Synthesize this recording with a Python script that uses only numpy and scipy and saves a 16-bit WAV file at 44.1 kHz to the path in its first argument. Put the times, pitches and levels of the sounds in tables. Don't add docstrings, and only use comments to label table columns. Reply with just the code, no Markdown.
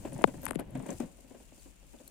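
import sys
import numpy as np
from scipy import signal
from scipy.fft import rfft, irfft
from scipy.io import wavfile
from scipy.ndimage import uniform_filter1d

SR = 44100
rng = np.random.default_rng(int(sys.argv[2]) if len(sys.argv) > 2 else 0)


def dump(signal):
    limited = np.clip(np.atleast_2d(signal).T, -1, 1)
    pcm = np.round(limited * 32767).astype(np.int16)
    wavfile.write(sys.argv[1], SR, pcm)


def boost(x):
    u = np.asarray(x, float) / 20
    return 10 ** u


N = 92610
TIME = np.arange(N) / SR


def evened(x):
    return x / np.sqrt(np.mean(x ** 2) + 1e-20)


def curve(table, column):
    rows = np.array(table)
    return np.interp(TIME, rows[:, 0], rows[:, column])


def colour(x, points):
    f, level_db = np.transpose(points)
    hz = np.fft.rfftfreq(N, 1 / SR)
    gain = boost(np.interp(np.log(hz + 1), np.log(f), level_db))
    return irfft(rfft(x) * gain, N)


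def add(mix, s, sound):
    part = mix[..., round(s * SR):][..., :sound.shape[-1]]
    part += sound[..., :part.shape[-1]]


def stereo(left_db, right_db):
    return boost(np.array([[left_db], [right_db]]))


def resonate(x, hz, width_hz):
    turn = np.exp(2j * np.pi * hz * np.arange(x.shape[-1]) / SR)
    r = np.exp(-np.pi * width_hz / SR)
    return 2 * (turn * signal.lfilter([1 - r], [1, -r], x / turn)).real


def resonate_twice(x, hz, width_hz, second_width_hz):
    return resonate(resonate(x, hz, width_hz), hz, second_width_hz)


def wander(rate_hz):
    rates = np.geomspace(3, rate_hz, num=30)
    return evened(sum(np.sin(2 * np.pi * (f * TIME + rng.random())) for f in rates))


def burst(peak_db, hz, width_hz, t60, rise_s=0.00016):
    t = np.arange(1200) / SR
    puff = evened(resonate_twice(rng.standard_normal(1200), hz, width_hz, width_hz))
    swell = np.minimum(t / rise_s, 1) ** 2
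    return puff * .5 * swell * boost(peak_db - 60 * np.maximum(t - rise_s, 0) / t60)


# [t/s, peak level/dB]
FOOTFALLS = [(0.039, -43), (0.053, -26.5), (0.075, -42), (0.124, -36), (0.163, -34.5), (0.19, -32.5),
             (0.214, -30.5), (0.278, -27), (0.342, -35.5), (0.382, -40.5), (0.433, -34), (0.595, -24.5),
             (0.755, -26.5), (0.801, -35), (0.834, -38.5), (0.862, -32), (0.892, -26.5), (1.004, -24.5),
             (1.034, -39), (1.187, -48), (1.246, -47.5), (1.31, -41.5), (1.348, -41), (1.403, -46.5),
             (1.522, -46), (1.58, -50.5), (1.66, -44)]
# [t/s, peak level/dB]
MORE_FOOTFALLS = [
    (0.004, -60),
    (0.919, -44),
    (1.698, -56),
    (1.829, -50.5),
    (1.939, -41),
    (2.002, -44.5),
    (2.068, -54),
]


def footfall_envelope():
    rise_s, t60_s, knock_t60_s = 0.0043, 0.13, 0.0077
    t, out = np.arange(0, .2, 1 / SR), np.zeros(N)
    press = np.minimum(t / rise_s, 1) * boost(-60 * t / t60_s)
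    knock = boost(-2.5 - 60 * t / knock_t60_s)
    for s, peak_db in [*FOOTFALLS, *MORE_FOOTFALLS]:
        add(out, max(s - rise_s, 0), (press + knock) * boost(peak_db - 5))
    return out


def paw_blows():
    out = np.zeros(N)
    for s, peak_db in [*FOOTFALLS, *MORE_FOOTFALLS]:
        add(out, s, boost(np.array([peak_db + 12.5])))
    return out


# [f/Hz, width/Hz, level/dB]
FLOOR_MODES = [(258.4, 62.4, 6), (414, 223, -4.5), (536.5, 87.7, 0.5), (972, 502, -14.5),
               (1333, 736, -19.5), (2665, 260, -48)]
# [t/s, tub rumble level/dB, shavings level/dB]
STIR = [(0, -52.5, -51.5), (.1, -52, -55), (.2, -50, -53), (.3, -65, -54.5), (.4, -55, -56),
        (.45, -51, -50), (.53, -46, -73), (.66, -56, -68.5), (.75, -48, -62.5), (.85, -51.5, -57.5),
        (.92, -40, -50.5), (.98, -58, -51.5), (1.05, -52, -57), (1.15, -64.5, -59.5), (1.45, -67, -59.5),
        (1.62, -77, -55.5), (1.72, -78, -62), (2.1, -63.5, -58)]


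def floor_ring(x):
    return sum((-1) ** k * boost(db) * resonate(x, hz, width_hz)
               for k, (hz, width_hz, db) in enumerate(FLOOR_MODES))


def tub(steps):
    same = 0.39
    a, b = rng.standard_normal((2, N))
    drive = np.array([a, same * a + np.sqrt(1 - same ** 2) * b])
    shake = np.hypot(steps, boost(curve(STIR, 1) + 0.92 * wander(35)))
    ring = floor_ring(drive * shake + paw_blows()) / np.sqrt(np.mean(floor_ring(a) ** 2))
    return colour(ring, [(90, -13.5), (220, -2), (3000, 2), (5000, -8.5)]) * stereo(2, -2.5)


# [start t/s, length/s, level/dB, f/Hz]
ROCKS = [
    (.08, 0.12, -45, 139.2),
    (.62, 0.077, -56.5, 160),
    (.715, .11, -39.5, 134.2),
    (.86, 0.1, -46.5, 165.7),
    (1.02, 0.054, -42.5, 168),
]


def rocking():
    out = np.zeros(N)
    for s, length, level_db, hz in ROCKS:
        t = np.arange(0, length, 1 / SR)
        sway = np.sin(2 * np.pi * hz * t) + 0.61 * np.sin(2 * np.pi * (1.2 * hz * t + rng.random()))
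        add(out, s, sway * np.sin(np.pi * t / length) * boost(level_db))
    return out * stereo(2, -1)


# [f/Hz, level/dB]
LEFT_PORT = [(2500, -28.5), (4500, -9), (5500, -8), (7300, -1), (9000, -4.5), (11500, -13.5), (15000, -9.5),
             (16400, -32)]
RIGHT_PORT = [(2500, -8.5), (5000, -15.5), (6600, -26.5), (8000, -18), (9300, -4.5), (11500, -20),
              (15000, -26.5), (16400, -20.5)]
# [t/s, peak level/dB, f/Hz, left over right/dB]
SNAPS = [(0.0558, -41.5, 8050, 9), (0.1311, -40, 9000, 9), (0.179, -39.5, 8400, 12),
         (0.2738, -39.5, 8100, 9.5), (0.4179, -43, 12600, 6), (0.4324, -37, 12700, 9),
         (0.4404, -48, 9360, 3), (0.7058, -46.5, 10200, 23), (0.7522, -44, 7740, 11),
         (0.7736, -48, 9600, 12), (0.7941, -44.5, 7700, 18), (0.8245, -45, 8500, 24),
         (0.8644, -39.5, 8180, 17), (0.8874, -42.5, 7800, 7), (0.9043, -34, 7500, 14),
         (0.9283, -43, 8200, 9.0), (1.0016, -35, 7740, 16), (1.1697, -51.5, 9000, 12.5),
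         (1.6227, -50, 7800, 10), (2.0772, -42, 12500, 4), (2.0778, -43, 8000, 4)]


def shavings(steps):
    grains_per_s, spread_db, grain_t60_s = 700, 5, 0.0035
    size = boost(spread_db * np.minimum(rng.exponential(1, N), 2.5))
    hits = size * (rng.random(N) < grains_per_s / SR)
    grains = signal.oaconvolve(hits, boost(-60 * np.arange(300) / SR / grain_t60_s))[:N]
    level = np.hypot(boost(curve(STIR, 2) + 1.5 * wander(60)), boost(-27.5) * steps)
    noise = rng.standard_normal((2, N)) * np.hypot(1, boost(-3) * evened(grains)) * level
    left = colour(noise[0], [(900, -34.5), *LEFT_PORT])
    right = colour(noise[1], [(900, -41), *RIGHT_PORT])
    out = np.array([left, right]) * boost(4.5)
    for s, peak_db, hz, pan_db in SNAPS:
        snap = [burst(peak_db + 3.5 - side_db, hz, 2500, 0.019) for side_db in (0, pan_db)]
        add(out, s, np.array(snap))
    return out


# [t/s, peak level/dB, f/Hz, left over right/dB]
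CHIPS = [
    (1.4909, -58, 3260, 2.5),
    (1.5957, -53, 4500, 3),
    (1.9878, -54, 3500, 1.5),
    (2.0778, -49, 4200, 2.5),
    (2.0773, -47, 13000, 4),
    (.9055, -39, 7500, 12),
    (.9055, -43, 6200, 12),
]


def chips():
    rise_s, t60_s = .0008, .016
    t, out = np.arange(0, .03, 1 / SR), np.zeros((2, N))
    for s, peak_db, hz, pan_db in CHIPS:
        ring = np.sin(2 * np.pi * hz * t) * np.minimum(t / rise_s, 1) * boost(peak_db - 60 * t / t60_s)
        add(out, s, ring * stereo(pan_db / 2, -pan_db / 2))
    return out


def tick(peak_db, start_hz, end_hz, t60):
    t = np.arange(0, .08, 1 / SR)
    glide_hz = end_hz + (start_hz - end_hz) * np.exp(-t * end_hz / .51)
    turns = np.cumsum(glide_hz) / SR
    rise = np.clip(np.minimum(turns * 4 / 3, t / .0009), 0, 1)
    return -np.sin(2 * np.pi * turns) * rise * boost(peak_db - 60 * t / t60)


# [t/s, peak level/dB, start f/Hz, end f/Hz, t60/s]
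FLICKS = [
    (.24063, -.3, 2583, 868, .015),
    (.24207, 2, 602, 168, .0146),
    (.24594, -19, 421, 137, .07),
    (.2402, -2, 5210, 2265, .004),
    (.24233, -5.2, 540, 761, .0129),
    (.5585, -12, 456, 145, .012),
    (.5585, -23, 456, 145, .1),
]


def flicks(out):
    for s, *wave in FLICKS:
        add(out[0], s, tick(*wave))


# [t/s, peak level/dB, start f/Hz, end f/Hz, t60/s]
TICKS = [
    (0.4548, -25, 2440, 1630, 0.004),
    (0.4655, -17, 4200, 850, 0.014),
    (0.5088, -18, 3800, 605, 0.017),
    (.5105, -21, 514, 290, .02),
    (0.222, -39, 3500, 2000, .005),
    (.5568, -23, 6500, 1400, 0.005),
    (.5325, -29, 3000, 1000, .008),
    (.5215, -33, 5000, 1500, .004),
    (.606, -32, 3500, 1200, .006),
]


def ticks(out):
    for s, *row in TICKS:
        wave = tick(*row)
        add(out, s, np.array([wave, boost(-14) * resonate(wave, 3300, 1700)]))


# [t/s, peak level/dB, f/Hz]
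CRACKS = [(.2205, -28, 8000), (.2406, -22, 7500), (.241, -17, 4300), (.455, -13.5, 11000),
          (.4654, -20, 8000), (.482, -30, 9000), (.486, -31, 9500), (.497, -36, 8500), (.509, -17.5, 9500),
          (.5152, -37, 10000), (.5215, -31, 9000), (.5325, -38, 9500), (.545, -39, 9000),
          (.5573, -26, 9000), (.5945, -31, 11000), (.5975, -27, 10500), (.606, -34, 10000)]


def cracks(out):
    rise_s = .001
    for s, peak_db, hz in CRACKS:
        add(out, s - rise_s, burst(peak_db, hz, 3400, .0035, rise_s) * stereo(0, -24))


# [start t/s, length/s, level/dB, squeak f/Hz]
RUBS = [
    (0.435, 0.035, -52, 11600),
    (0.476, 0.023, -41, 9000),
    (0.505, 0.0057, -42, 9200),
    (0.547, 0.013, -45, 9900),
    (0.586, 0.021, -47.5, 10700),
]


def rubs(out):
    slips_per_s, low_hz = 2600, 900
    for s, length, level_db, squeak_hz in RUBS:
        n = round(length * SR)
        size = boost(4 * np.minimum(rng.exponential(1, 2500), 2))
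        slips = size * (rng.random(2500) < slips_per_s / SR)
        friction = signal.lfilter([1], [1, -.95], slips + 0.027)
        grit = evened(rng.standard_normal(2500) * friction)[:n] * np.hanning(n) ** .5
        high = 2 * resonate_twice(grit, squeak_hz, 2700, 2700)
        low = boost(-8) * 4 * resonate_twice(grit, low_hz, 3700, 3200)
        right = boost(-49) * high + boost(-22) * resonate(low, 3500, 1600)
        add(out, s, boost(level_db) * np.array([high + low, right]))


# [f/Hz, level/dB]
SHELL_PATH = [(4500, 0), (5700, -4), (7000, 0), (12500, 0), (15000, -16)]


def shell():
    out = np.zeros((2, N))
    flicks(out)
    ticks(out)
    cracks(out)
    rubs(out)
    return colour(out, SHELL_PATH)


# [t/s, level/dB]
HAND = [
    (0, -47),
    (.25, -45),
    (.55, -50.5),
    (.7, -50),
    (1.0, -51),
    (1.15, -63),
    (2.1, -69.5),
]


def hand_rumble():
    a, b = rng.standard_normal((2, N))
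    spectrum = [(20, 1.5), (45, 3.5), (90, 2), (200, 6.5), (400, -44.5)]
    rumble = np.array([evened(colour(x, spectrum)) for x in (a, 0.87 * a + 0.57 * b)])
    return rumble * boost(curve(HAND, 1) + 1.8 * wander(19) + np.array([[0], [-3]]))


# [f/Hz, level/dB per Hz]
HUSH_LEFT = [(25, -88), (50, -67.5), (85, -99), (300, -93), (800, -102), (1800, -107), (2600, -105),
             (4000, -112)]
HUSH_RIGHT = [(25, -91.5), (50, -76), (85, -100), (300, -99.5), (800, -103), (1900, -108), (2650, -101),
              (4000, -112)]


def hush():
    a, b = rng.standard_normal((2, N))
    left = colour(a, [*HUSH_LEFT, (6000, -125)])
    right = colour(0.15 * a + b, [*HUSH_RIGHT, (6000, -125)])
    return np.sqrt(SR / 2) * np.array([left, right])


def scene():
    duck_from_db, duck_share, recovery_db_per_s = -32, .25, 600
    steps, near = footfall_envelope(), shell()
    power_db = 10 * np.log10(abs(uniform_filter1d(near ** 2, size=60, axis=1)) + 1e-12)
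    fall = TIME * recovery_db_per_s
    held_db = np.maximum.accumulate(power_db + fall, axis=1) - fall
    over_db = np.maximum(held_db - duck_from_db, 0)
    far = tub(steps) + rocking() + shavings(steps) + chips() + hand_rumble() + hush()
    return far * boost(-duck_share * over_db) + near


def top_cut(x):
    return signal.sosfilt(signal.butter(12, 16390, fs=SR, output="sos"), x)


def record(dry):
    edge = signal.firwin(511, 16100, window=("kaiser", 9), fs=SR)
    mix = signal.oaconvolve(dry, edge[None], "same")
    return top_cut(mix)


dry = scene()
out = record(dry)
dump(out)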